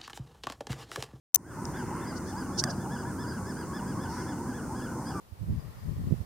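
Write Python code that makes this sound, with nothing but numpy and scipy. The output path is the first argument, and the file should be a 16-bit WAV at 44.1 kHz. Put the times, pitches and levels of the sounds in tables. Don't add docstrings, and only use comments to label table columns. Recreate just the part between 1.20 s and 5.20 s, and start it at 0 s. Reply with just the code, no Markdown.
import sys
import numpy as np
from scipy import signal
from scipy.io import wavfile

SR = 44100
rng = np.random.default_rng(int(sys.argv[2]) if len(sys.argv) > 2 else 0)


def to_wav(sig):
    pcm = np.clip(np.atleast_2d(sig), -1, 1) * 32767
    pcm = np.round(pcm).astype(np.int16)
    wavfile.write(sys.argv[1], SR, pcm.T)


N = 176400
T = np.arange(N) / SR


def from_db(db):
    return np.exp(np.asarray(db) * (np.log(10) / 20))


def rms_one(x):
    return x / np.sqrt(np.mean(x ** 2) + 1e-20)


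def in_time(rows):
    return np.interp(T, *np.transpose(rows))


def at_hz(points, hz):
    frequencies, values = np.transpose(points)
    return np.interp(np.log(hz), np.log(frequencies), values)


def drift(rate_hz):
    step = 40
    pole = np.exp(-2 * np.pi * rate_hz * step / SR)
    white = rng.standard_normal(N // step + 2002)
    slow = signal.lfilter([1], [1, -2 * pole, pole * pole], white)[2000:]
    return np.interp(np.arange(N) / step, np.arange(len(slow)), rms_one(slow))


def banded_noise(spectrum, flicker_db, coherence=None):
    # frequency_hz, correlation
    outdoor_coherence = [(30, .5), (70, 0.96), (130, 1), (250, 0.97), (1000, 0.94), (2500, 0.9),
                         (5000, 0.088), (9000, 0.051), (15000, 0.12)]
    edges = 20 * 2 ** (np.arange(40) / 4)
    out, white = 0, rng.standard_normal((2, 2, N))
    for k, (low, high) in enumerate(zip(edges, edges[1:])):
        if high < spectrum[0][0] or low > spectrum[-1][0]:
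            continue
        band = signal.butter(3, [low, high], "band", fs=SR, output="sos")
        mid, side = signal.sosfilt(band, white[k % 2])
        hz = np.sqrt(low * high)
        alike = at_hz(coherence or outdoor_coherence, hz)
        gain = from_db(at_hz(spectrum, hz) + flicker_db * drift(8.5))
        out = out + gain * (np.sqrt(1 + alike) * mid + np.sqrt(1 - alike) * side * [[1], [-1]])
    return rms_one(out)


def crackle(ring_hz=6180, whistle_hz=15000, ring_s=0.00048):
    # time_s, tick_db, ring_db
    sparks = [(0.1455, 8, -19), (0.1479, 10, 4), (0.1489, 4.5, 0.5), (0.158, 11, -5.5), (0.1599, 1.5, -5.5)]
    ticks, rings = np.zeros(N), 0
    for time_s, tick_db, ring_db in sparks:
        ticks[int(time_s * SR)] = from_db(tick_db + 6.5)
        t = T - time_s
        tone = np.sin(2 * np.pi * ring_hz * t) + from_db(1) * np.sin(2 * np.pi * whistle_hz * t)
        rings = rings + from_db(ring_db) * np.exp(-np.minimum(np.abs(t) / ring_s, 20)) * tone
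    ticks = signal.sosfilt(signal.butter(2, 5980, "high", fs=SR, output="sos"), ticks + 1e-18)
    return (ticks + rings) * from_db([[0], [-45]])


def engine_hum():
    # pitch_hz, level_db
    tones = [(192.5, -52), (246, -54.5), (346, -58.5)]
    out = 0
    for pitch_hz, level_db in tones:
        amplitude = np.sqrt(2) * from_db(level_db) * (1 + 0.35 * drift(1.4))
        hz = pitch_hz * (1 + 0.01214 * drift(5.46))
        out = out + amplitude * np.sin(2 * np.pi * np.cumsum(hz) / SR)
    return out


def rumble():
    # frequency_hz, density_db
    spectrum = [(25, -27), (45, -12), (78, -1), (120, 1.5), (200, 0.5), (340, -1.5), (420, -10.5),
                (520, -12.5), (680, -20), (900, -28)]
    return from_db(-38) * banded_noise(spectrum, flicker_db=1.2)


def colony_din():
    # frequency_hz, density_db
    spectrum = [(600, -14), (780, -2.5), (950, 4), (1250, -8), (1500, -2), (1750, -19.5), (2100, -19.5),
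                (2600, -32), (3600, -45)]
    return from_db(-47) * banded_noise(spectrum, flicker_db=2.5)


def water_wash():
    # time_s, relative_db
    swell = [(.4, -59), (.8, -50.5), (1.1, -63.5), (1.6, -73), (2.9, -60), (3.0, -51), (3.1, -60), (4, -78)]
    # frequency_hz, density_db
    spectrum = [(1500, -3.5), (2100, 0), (2500, -22.5), (3000, -8)]
    return from_db(in_time(swell) - 4) * banded_noise(spectrum, flicker_db=1.5)


def water_hiss(resonance_hz=8840):
    # frequency_hz, density_db
    spectrum = [(3000, -20.5), (4100, -14.5), (4900, -3), (6300, 1), (7700, -4), (9200, -3.5),
                (10800, -12.5), (13000, -9), (16000, -13)]
    hiss = banded_noise(spectrum, flicker_db=0.9)
    sheen = signal.lfilter(*signal.iirpeak(resonance_hz, Q=12, fs=SR), hiss)
    return from_db(-55.5) * (hiss + from_db(2) * sheen)


def wind():
    # frequency_hz, density_db
    spectrum = [(32, -4), (60, -1), (140, -1)]
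    return from_db(-56.5) * banded_noise(spectrum, flicker_db=3.5, coherence=[(20, 0), (500, 0.024)])


def bird_yelps(rise_s=0.038, rise_depth=0.13, fall_depth=0.26):
    # crest_s, top_hz, harmonic_1_db, harmonic_2_db, harmonic_3_db
    yelps = [(0.281, 1620, -50, -72, -71), (0.309, 1740, -57, -70, -72), (0.568, 1775, -56.5, -63.5, -80.0),
             (0.585, 1645, -48.5, -67.5, -59), (0.835, 1785, -58.0, -68, -73.5),
             (0.889, 1666, -53.5, -70, -52), (0.967, 1487, -53, -75, -82), (1.099, 1760, -56.5, -68, -67.5),
             (1.194, 1670, -52, -72.0, -52), (1.227, 1560, -55, -75, -79.5), (1.36, 1770, -58, -66, -63.0),
             (1.454, 1725, -48, -62, -62), (1.497, 1678, -52, -70, -50.5), (1.622, 1747, -56, -66.5, -74),
             (1.739, 1732, -50.5, -62.5, -60), (1.795, 1675, -55.5, -69.0, -58),
             (1.885, 1745, -53, -73.0, -78), (2.02, 1750, -53.5, -64.0, -58), (2.095, 1660, -55, -76, -51),
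             (2.144, 1660, -52.5, -71, -61), (2.292, 1747, -52.5, -71.5, -57),
             (2.398, 1667, -53.0, -68, -56), (2.564, 1740, -51, -62, -58), (2.695, 1667, -55, -69.5, -59.5),
             (2.83, 1734, -54, -62.5, -60), (2.877, 1530, -53.5, -74, -73), (2.996, 1695, -59, -69, -61),
             (3.097, 1740, -55, -65, -62.5), (3.147, 1543, -60.5, -78, -75), (3.298, 1660, -55, -74, -66.5),
             (3.365, 1727, -53.5, -64.5, -76), (3.418, 1556, -59.5, -91, -86), (3.583, 1682, -57, -67, -62),
             (3.637, 1715, -52, -63.5, -62), (3.689, 1537, -55.5, -88, -84.5),
             (3.884, 1673, -58.5, -68, -52.5), (3.902, 1712, -57, -66, -62),
             (3.962, 1550, -55.5, -89, -75.0)]
    # frequency_hz, gain_db
    throat = [(1400, 2), (1750, -2), (2400, -9), (2800, 4), (3100, -3.5), (3500, 0), (4200, -21.5),
              (4650, -5), (4950, 1), (5300, -3.5)]
    out = np.zeros(N)
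    wobble, flutter_db = 1 + 0.0054 * drift(147), 2.5 * drift(146)
    for crest_s, top_hz, *levels in yelps:
        fall_s = 0.033 + 0.00008 * (1740 - top_hz)
        near = np.abs(T - crest_s) < 2 * max(rise_s, fall_s)
        t = T[near] - crest_s
        rising = t < 0
        from_crest = np.abs(t) / np.where(rising, rise_s, fall_s)
        flick = fall_depth * (1 - np.exp(-from_crest ** 2.42))
        droop = np.where(rising, rise_depth * from_crest ** 2, flick)
        hz = top_hz * np.maximum(1 - droop, 0.5) * wobble[near]
        phase = 2 * np.pi * (np.cumsum(hz) / SR + rng.random())
        swell = np.sqrt(2) * np.exp(-(from_crest / np.where(rising, 1.05, 1.25)) ** 10)
        tilt_db = np.where(rising, -6, 0) * from_crest ** 2
        for k, level_db in enumerate(levels, 1):
            colour_db = at_hz(throat, k * hz) - at_hz(throat, k * top_hz) + (k - 1) * tilt_db
            out[near] += from_db(level_db - 0.5 + flutter_db[near] + colour_db) * swell * np.sin(k * phase)
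    return out + from_db(-9.5) * shore_echo(out)


def shore_echo(x, t60_s=0.56):
    t = T[:SR // 2]
    mid, side = rng.standard_normal((2, len(t))) * from_db(-60 * t / t60_s)
    tails = [mid + 0.083 * side, mid - 0.4 * side]
    return np.array([signal.fftconvolve(x, tail / np.linalg.norm(tail))[:N] for tail in tails])


def far_honks():
    # middle_s, pitch_hz, glide_hz_per_s, half_length_s, relative_db
    honks = [(0.404, 930, 2492, 0.036, -43), (0.474, 950, 1002, .03, -44), (0.633, 940, -2000, .035, -46.5),
             (0.743, 954, 4207, 0.034, -40), (0.834, 934, 1000, 0.021, -48),
             (1.16, 920, 3794, 0.035, -41.5), (1.298, 1107, -4, 0.047, -48.5),
             (1.746, 948, 506, 0.039, -45), (1.79, 1478, -1000, .03, -47), (1.861, 950, 2000, .03, -46),
             (2.055, 968, -500, 0.049, -47.5), (2.231, 1110, 0, .045, -49.5), (2.423, 970, 0, 0.036, -50),
             (2.518, 1104, 0, 0.046, -46.5), (2.621, 960, 2504, .022, -40.5), (2.779, 1093, 0, .035, -45.5),
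             (2.916, 935, 1999, 0.033, -41.5), (2.997, 1002, 497, .035, -48.5),
             (3.219, 955, 2799.5, 0.023, -41.5), (3.297, 1000, 999, 0.023, -50),
             (3.527, 930, 3797, 0.03, -44.5), (3.692, 1450, -1800, 0.029, -48),
             (3.811, 915, 3300, 0.02, -42), (3.975, 1166, -1200, 0.031, -40)]
    out, wobble = np.zeros(N), 1 + 0.013 * drift(184)
    for middle_s, pitch_hz, glide, half_s, relative_db in honks:
        near = np.abs(T - middle_s) < 2 * half_s
        t = T[near] - middle_s
        hz = (pitch_hz + glide * t) * wobble[near]
        phase = 2 * np.pi * (np.cumsum(hz) / SR + rng.random())
        tone = np.sin(phase) + from_db(-25) * np.sin(2 * phase)
        swell = np.sqrt(2) * np.exp(-np.abs(t / half_s) ** 3)
        out[near] += from_db(relative_db - 1.5) * swell * tone
    out *= from_db(2.5 * drift(120))
    return out + from_db(-14) * shore_echo(out)


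def splashes():
    # peak_s, rise_s, fall_s, level_db, left_minus_right_db
    bursts = [(.454, 0.00091, 0.0019, -35.5, 1), (.978, 0.021, 0.0089, -47.5, 4),
              (1.075, 0.013, 0.066, -54, 2), (1.396, 0.014, 0.012, -27.5, -3),
              (1.508, 0.0089, 0.0075, -40, -3), (2.96, 0.076, 0.11, -54, 0)]
    # frequency_hz, density_db
    spectrum = [(2800, -23), (4100, -13), (4900, 2), (5600, 2.5), (7400, -17.5), (9200, -13), (11000, -34),
                (16000, -37)]
    # frequency_hz, correlation
    coherence = [(2000, 0.96), (5000, 0.2), (9000, 0.11)]
    swell = 0
    for peak_s, rise_s, fall_s, level_db, pan_db in bursts:
        from_peak = (T - peak_s) / np.where(T < peak_s, rise_s, fall_s)
        gains = from_db([[level_db + pan_db / 2], [level_db - pan_db / 2]])
        swell = swell + gains * np.exp(-np.minimum(from_peak ** 2, 20))
    return swell * banded_noise(spectrum, flicker_db=1.5, coherence=coherence)


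def knock(start_s=1.439, crack_decay_s=0.003):
    # frequency_hz, level_db, t60_s
    modes = [(137, -28, 0.14), (626, -44, .03), (1160, -28.5, 0.022), (1855, -26, 0.013),
             (4780, -21.5, 0.014), (5700, -21, 0.01), (6430, -26, 0.013), (8570, -21.5, 0.0064)]
    t = np.maximum(T - start_s, 0)
    ring = 0
    for k, (hz, level_db, t60_s) in enumerate(modes):
        decay = from_db(level_db - 60 * np.minimum(t / t60_s, 3))
        ring = ring + (-1) ** k * decay * np.sin(2 * np.pi * hz * t)
    band = signal.butter(2, [4300, 9000], "band", fs=SR, output="sos")
    grit = rms_one(signal.sosfilt(band, rng.standard_normal((2, N))))
    return ring + from_db(-26) * grit * (t > 0) * np.exp(-t / crack_decay_s)


def hull_slap(middle_s=1.48, half_s=0.047):
    # frequency_hz, density_db
    spectrum = [(450, -17), (620, 3), (800, -3), (1100, -9), (1600, -20)]
    swell = np.exp(-((T - middle_s) / half_s) ** 2)
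    return from_db(-39.5) * swell * banded_noise(spectrum, flicker_db=1)


def scene():
    # time_s, gain_db
    fade_in = [(.12, -69), (.17, -15.5), (.25, -10.5), (.35, -1.5), (.45, 1.5)]
    background = engine_hum() + rumble() + colony_din() + water_wash() + water_hiss()
    events = bird_yelps() + far_honks() + splashes() + knock() + hull_slap()
    return from_db(in_time(fade_in)) * (background + events + wind()) + crackle()


def record(dry, stopband_hz=16800):
    low_pass = signal.cheby2(16, 70, stopband_hz, fs=SR, output="sos")
    return signal.sosfilt(low_pass, np.clip(dry, -1, 1))


dry = scene()
out = record(dry)
to_wav(out)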